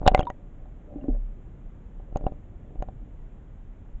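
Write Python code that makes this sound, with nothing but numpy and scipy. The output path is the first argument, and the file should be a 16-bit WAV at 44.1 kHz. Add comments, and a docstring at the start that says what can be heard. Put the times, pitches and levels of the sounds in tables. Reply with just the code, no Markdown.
"""A waterproof camera housing knocks against stones on a stream bed, in the low rumble of the current.
It rocks on its mount, and bursts of impacts excite the damped modes of its shell; grit ticks on it and
small bubbles ping as their air pulsates. After one second it drags briefly with a low gurgle that rings
the shell softly, and is left shuddering. The hardest knocks overload the microphone."""
import sys
import numpy as np
from scipy import signal
from scipy.fft import rfft, irfft
from scipy.io import wavfile
from scipy.ndimage import uniform_filter1d

SR = 44100
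rng = np.random.default_rng(int(sys.argv[2]) if len(sys.argv) > 2 else 0)


def persist_wave(psi):
    """Save psi, clipped to +-1, as 16-bit WAV."""
    counts = np.round(np.clip(psi, -1, 1) * 32767).astype(np.int16)
    wavfile.write(sys.argv[1], SR, np.atleast_2d(counts).T)


N = 176400

# Knocks on the shell: stone impacts, plus four soft, dull rings as the gurgle shakes it.
# Each row: start in seconds, levels of the shell's ring, the crack and the thump in dB,
# and low-pass cutoff in Hz, which rises with the hardness of the knock.
SHELL_KNOCKS = [(.016, -33.5, -62, -20.5, 1000), (.030, -26.5, -59, -39, 1040), (.040, -47, -65, -27, 1000),
                (.0648, -11.5, -31, -11.5, 1370), (.0772, 3.5, -4.5, -4, 1664),
                (.0812, -16, -14, -51, 1310), (.1168, -23.5, -51, -17, 1000),
                (.1212, -31.5, -62, -18.5, 1100), (.142, -32, -53, -40.5, 1290),
                (.1472, -1.5, -19.5, -12, 1546), (.1775, -20, -43.5, -23.5, 1210),
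                (.1935, -14.5, -24.5, -10, 1330), (.2053, -17, -44, -34, 1200),
                (.230, -32.5, -52, -22.5, 1200), (.253, -38, -50, -40.5, 1100),
                (.3015, -23.5, -43.5, -26, 1330), (.657, -45.5, -70, -53.5, 900),
                (.958, -36.5, -85.5, -40, 510), (1.040, -31.5, -83.5, -34.5, 505),
                (1.084, -35, -80.5, -36, 496), (1.147, -31.5, -80, -41, 516),
                (1.998, -42, -70.5, -41.5, 822), (2.126, -46, -65, -30.5, 860),
                (2.1593, -17.5, -47.5, -16, 952), (2.171, -31, -42, -32.5, 1100),
                (2.2105, -37, -64, -32.5, 890), (2.241, -42, -59, -22, 833), (2.2664, -16.5, -51, -14, 977),
                (2.282, -34.5, -63, -48, 1100), (2.321, -37, -61.5, -25.5, 700),
                (2.707, -51, -70.5, -34.5, 850), (2.757, -43.5, -67, -31.5, 847),
                (2.804, -46, -71, -29.5, 700), (2.8242, -22.5, -42.5, -26.5, 1268),
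                (2.8865, -31.5, -58.5, -31.5, 947)]
# Modes of the housing. Each row: frequency in Hz, relative level in dB, time to fall 60 dB in seconds.
SHELL_MODES = [(599.6, -7, 0.04), (749.4, -2.5, 0.035), (1010, -13.5, 0.014), (1394, -19.5, 0.025),
               (2720, -31, 0.023)]


def undb(db):
    """Convert decibels to an amplitude ratio."""
    return 10 ** (np.asarray(db) / 20)


def unit(x):
    """Normalise to an rms of 1."""
    return x / np.sqrt(np.mean(x ** 2))


def fade(t, t60):
    """Exponential decay, falling 60 dB in t60 seconds."""
    return np.exp(-np.log(1000) * t / t60)


def add(out, start, sound):
    """Superpose a sound on out, from start in seconds."""
    i = int(start * SR)
    sound, i = sound[max(-i, 0):], max(i, 0)
    out[i:i + len(sound)] += sound[:len(out) - i]


def lowpass(x, hz, order=2):
    """Causal low-pass filter with a maximally flat passband."""
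    return signal.sosfilt(signal.butter(order, min(hz, SR / 2 - 1), fs=SR, output="sos"), x)


def colour(x, points):
    """Shape the spectrum by (Hz, dB) points joined on a logarithmic frequency axis."""
    hz, db = np.array(points).T
    bins_hz = np.maximum(np.fft.rfftfreq(len(x), 1 / SR), 1)
    gain = undb(np.interp(np.log(bins_hz), np.log(hz), db))
    return irfft(rfft(x) * gain, len(x))


def contour(points):
    """A level in dB at every sample, interpolated between (seconds, dB) points."""
    return np.interp(np.arange(N) / SR, *np.array(points).T)


def ring(modes, wave=np.cos):
    """Modal superposition: the impulse response of a body is a sum of damped sinusoids."""
    t = np.arange(SR // 4) / SR
    return sum(undb(db) * wave(2 * np.pi * hz * t) * fade(t, t60) for hz, db, t60 in modes)


def wander(per_s):
    """Slow random fluctuation with an rms of 1."""
    hold = int(SR / per_s)
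    steps = np.repeat(rng.standard_normal(N // hold + 1), hold)
    return unit(uniform_filter1d(steps, hold)[:N])


def swing(t, rock_hz=30.5, width_s=0.0083):
    """A brief oscillation of the housing on its mount, widest at t = 0."""
    return np.cos(2 * np.pi * rock_hz * t) / np.cosh(t / width_s)


def current(eddy_db=1.07, eddies_per_s=6.3, hiss_gain_db=-41.5):
    """Turbulent flow noise: eddies modulate the rumble, while the faint hiss above it stays even."""
    # Spectrum of the flow. Each row: frequency in Hz, relative spectral density in dB.
    spectrum = [(12, -18), (22, -4), (34, 0.5), (52, -11), (90, -14), (140, -18), (260, -25), (450, -33),
                (720, -38), (1000, -43.5), (2000, -51), (3400, -60), (4600, -76.5), (5800, -72),
                (7100, -63.5), (8300, -76)]
    # Strength of the current. Each row: time in seconds, level in dB.
    strength = [(0, -39), (0.601, -42.5), (1.7, -42), (2.9, -40), (3.299, -43), (4, -41.5)]
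    flow = unit(colour(rng.standard_normal(N), spectrum))
    rumble = colour(flow, [(400, 0), (1200, -32)])
    rumble_db = contour(strength) + eddy_db * wander(eddies_per_s)
    return undb(hiss_gain_db) * (flow - rumble) + undb(rumble_db) * rumble


def slips(per_s=690, scatter_db=3.5):
    """Friction on gravel: tiny slips form a random impulse train that excites the shell's modes."""
    slipping = rng.random(N) < per_s / SR
    pushes = slipping * rng.standard_normal(N) * undb(scatter_db * rng.standard_normal(N))
    return signal.fftconvolve(pushes, ring(SHELL_MODES))[:N]


def drag(churn_db=0.5):
    """Sliding friction: the housing rubs softly over the bed and churns the water into low noise."""
    # Strength of the dragging. Each row: time in seconds, gain in dB.
    strength = [(0, -53), (0.032, -46), (.22, -41.5), (0.339, -61.5), (.45, -67), (.8, -68), (.915, -50),
                (1.04, -52), (1.099, -45), (1.13, -56.5), (1.156, -50), (1.20, -70), (1.4, -88),
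                (1.9, -76.5), (2.26, -47), (2.4, -72.5), (2.8, -58), (3.0, -79.5)]
    # Spectrum of the churned water. Each row: frequency in Hz, relative level in dB.
    churn_spectrum = [(120, -31), (220, -3), (290, 0.5), (350, -10.5), (450, -8.5), (560, -29.5),
                      (1500, -70.5)]
    rub = unit(lowpass(slips(), hz=620, order=6))
    churn = undb(churn_db) * unit(colour(rng.standard_normal(N), churn_spectrum))
    return (rub + churn) * undb(contour(strength))


def knocks(press_s=.0018, release_s=0.00017, rock_lead_s=.003, rock_db=-7.5):
    """Impulse excitation: force builds and lets go, so the shell thumps and rings; soft knocks are dull."""
    # Recoil modes of the mount. Each row: frequency in Hz, relative level in dB, t60 in seconds.
    recoil_modes = [(70, -17.5, .07), (117, -14.5, .035)]
    shell = ring(SHELL_MODES)
    t = np.arange(-len(shell), len(shell)) / SR  # zero at the release
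    silence = np.zeros(len(shell))
    press = np.exp(-abs(t) / np.where(t < 0, press_s, release_s))
    recoil = np.concatenate([silence, ring(recoil_modes, np.sin)])
    thump = press - recoil + undb(rock_db) * swing(t + rock_lead_s)
    ringing = np.concatenate([silence, shell])
    out = np.zeros(N)
    for start, ring_db, _, thump_db, cutoff_hz in SHELL_KNOCKS:
        knock = undb(ring_db) * ringing + undb(thump_db) * thump
        add(out, start + t[0], lowpass(knock, cutoff_hz, order=4))
    return out


def contacts(scuff_re_ring_db=-20.5, scuff_rise_s=0.0049, scuff_fall_s=0.0079):
    """Contact noise: a scuff surrounds each knock, and those on stone crack at the release."""
    # Spectrum of the crack. Each row: frequency in Hz, relative level in dB.
    spectrum = [(300, -9.5), (900, 4.5), (1450, 1), (2200, -5), (2830, 3.5), (3200, -4.5), (3650, -2),
                (4500, -17.5), (6000, -23.5), (8000, -24.5)]
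    t = np.arange(N) / SR
    age = t[:SR // 4]
    burst = fade(age, t60=.010) + undb(-24.5) * fade(age, t60=.045)  # fast decay with a faint tail
    crack_envelope, scuff_envelope = np.zeros(N), np.zeros(N)
    for start, ring_db, crack_db, _, _ in SHELL_KNOCKS:
        add(crack_envelope, start, undb(crack_db) * burst)
        near = abs(t - start) < 1 / 8
        lag = t[near] - start
        swell = np.exp(-abs(lag) / np.where(lag < 0, scuff_rise_s, scuff_fall_s))
        scuff_envelope[near] += undb(ring_db + scuff_re_ring_db) * swell
    noise = rng.standard_normal(N)
    cracks = colour(noise * crack_envelope, spectrum) / np.std(colour(noise, spectrum))
    scuffs = scuff_envelope * unit(lowpass(slips(), hz=1100))
    return cracks + scuffs


def bubbles(pockets, attack_s=0.00046, roughness=0.13, wobble_hz=67.4):
    """Bubble resonance: air is the spring, water the mass; wobbling modulates phase and amplitude."""
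    out, t = np.zeros(N), np.arange(SR // 4) / SR
    for start, hz, db, t60 in pockets:
        wobble = roughness * unit(lowpass(rng.standard_normal(len(t)), wobble_hz))
        tone = np.sin(2 * np.pi * hz * t + wobble) * (1 + wobble)
        add(out, start, undb(db) * tone * fade(t, t60) * (1 - np.exp(-t / attack_s)))
    return out


def pings():
    """Small bubbles ring high, since resonant frequency varies inversely with radius."""
    # Small bubbles. Each row: start in seconds, frequency in Hz, level in dB, t60 in seconds.
    small_bubbles = [(.065, 3700, -23, 0.012), (.0715, 2850, -22.5, 0.021), (.079, 2830, -10.5, 0.014),
                     (.148, 2060, -15, 0.029), (.162, 2770, -47.5, 0.023), (.177, 2190, -34.5, .025),
                     (.194, 3260, -34, 0.036), (.2108, 2840, -34.5, 0.019), (.2312, 3110, -40.5, 0.02),
                     (.2698, 957, -22, 0.084), (.2698, 3660, -48.5, 0.031), (.302, 1930, -36.5, 0.029),
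                     (1.012, 2780, -58, 0.043), (2.2662, 2800, -37.5, 0.012)]
    return bubbles(small_bubbles)


def grit(attack_s=0.00056):
    """Hard grains strike the shell and tick in high, quickly damped modes."""
    # Strikes of grit. Each row: start in seconds, gain in dB.
    strikes = [(.147, -35.5), (0.172, -47.5), (0.193, -34), (.2052, -37), (.253, -62), (.3012, -40),
               (2.1707, -33.5), (2.2672, -56.5), (2.8237, -45)]
    # Modes of a tick. Each row: frequency in Hz, relative level in dB, t60 in seconds.
    tick_modes = [(4950, -11, 0.0046), (6570, -3.5, .010), (6870, -12.5, 0.0062)]
    out, tick = np.zeros(N), ring(tick_modes)
    tick *= 1 - np.exp(-np.arange(len(tick)) / SR / attack_s)
    for start, db in strikes:
        add(out, start, undb(db) * tick)
    return out


def spray(count=20, start_s=0.16, length_s=.075, low_hz=1010, high_hz=3800, t60=0.018):
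    """Tiny bubbles shaken loose by the first knocks resonate at scattered pitches and sum to a crackle."""
    when, pitch, strength = rng.random((count, 3)).T
    hz = low_hz * (high_hz / low_hz) ** pitch
    db = -44 + 2.5 * (2 * strength - 1)
    return bubbles(zip(start_s + length_s * when, hz, db, np.full(count, t60)))


def sways():
    """Forced motion: the current rocks the housing without it striking anything."""
    # Swings of the housing. Each row: time of the peak in seconds, level in dB.
    peaks = [(.726, -36.5), (2.795, -21), (3.957, -25.5)]
    out, t = np.zeros(N), np.arange(-SR // 8, SR // 8) / SR
    for peak_s, db in peaks:
        add(out, peak_s + t[0], undb(db) * swing(t))
    return out


def glugs():
    """Large pockets of trapped air resonate low and ring unevenly as they wobble."""
    # Air pockets. Each row: start in seconds, frequency in Hz, level in dB, t60 in seconds.
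    pockets = [(.958, 290, -24, 0.083), (1.021, 245, -29.5, .07), (1.041, 272.5, -25.5, 0.087),
               (1.0835, 268.6, -13.5, 0.055), (1.086, 443, -31.5, 0.098), (1.110, 238, -28, 0.083),
               (1.168, 226.3, -38.5, 0.09)]
    return bubbles(pockets, attack_s=0.0015, roughness=.3)


def shudder(start_s=1.095, hz=33.62, db=-15.5, t60=0.79, attack_s=0.003525):
    """Damped free vibration: the mount slips loose and rings out at its low natural frequency."""
    t = np.maximum(np.arange(N) / SR - start_s, 0)
    return undb(db) * np.sin(2 * np.pi * hz * t) * fade(t, t60) * (1 - np.exp(-t / attack_s))


def scene():
    """Superposition: all sources add at one microphone inside the housing."""
    air = pings() + glugs()
    return (current() + knocks() + contacts() + grit() + air + sways() + shudder() + drag() + spray())[None]


def record(dry, clip_level=.51, top_hz=7700):
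    """Overload and band limiting: the microphone clips the hardest knocks; a steep filter cuts the top."""
    clipped = np.clip(dry, -clip_level, clip_level)
    return signal.sosfilt(signal.ellip(8, .2, 70, top_hz, fs=SR, output="sos"), clipped)


dry = scene()
out = record(dry)
persist_wave(out)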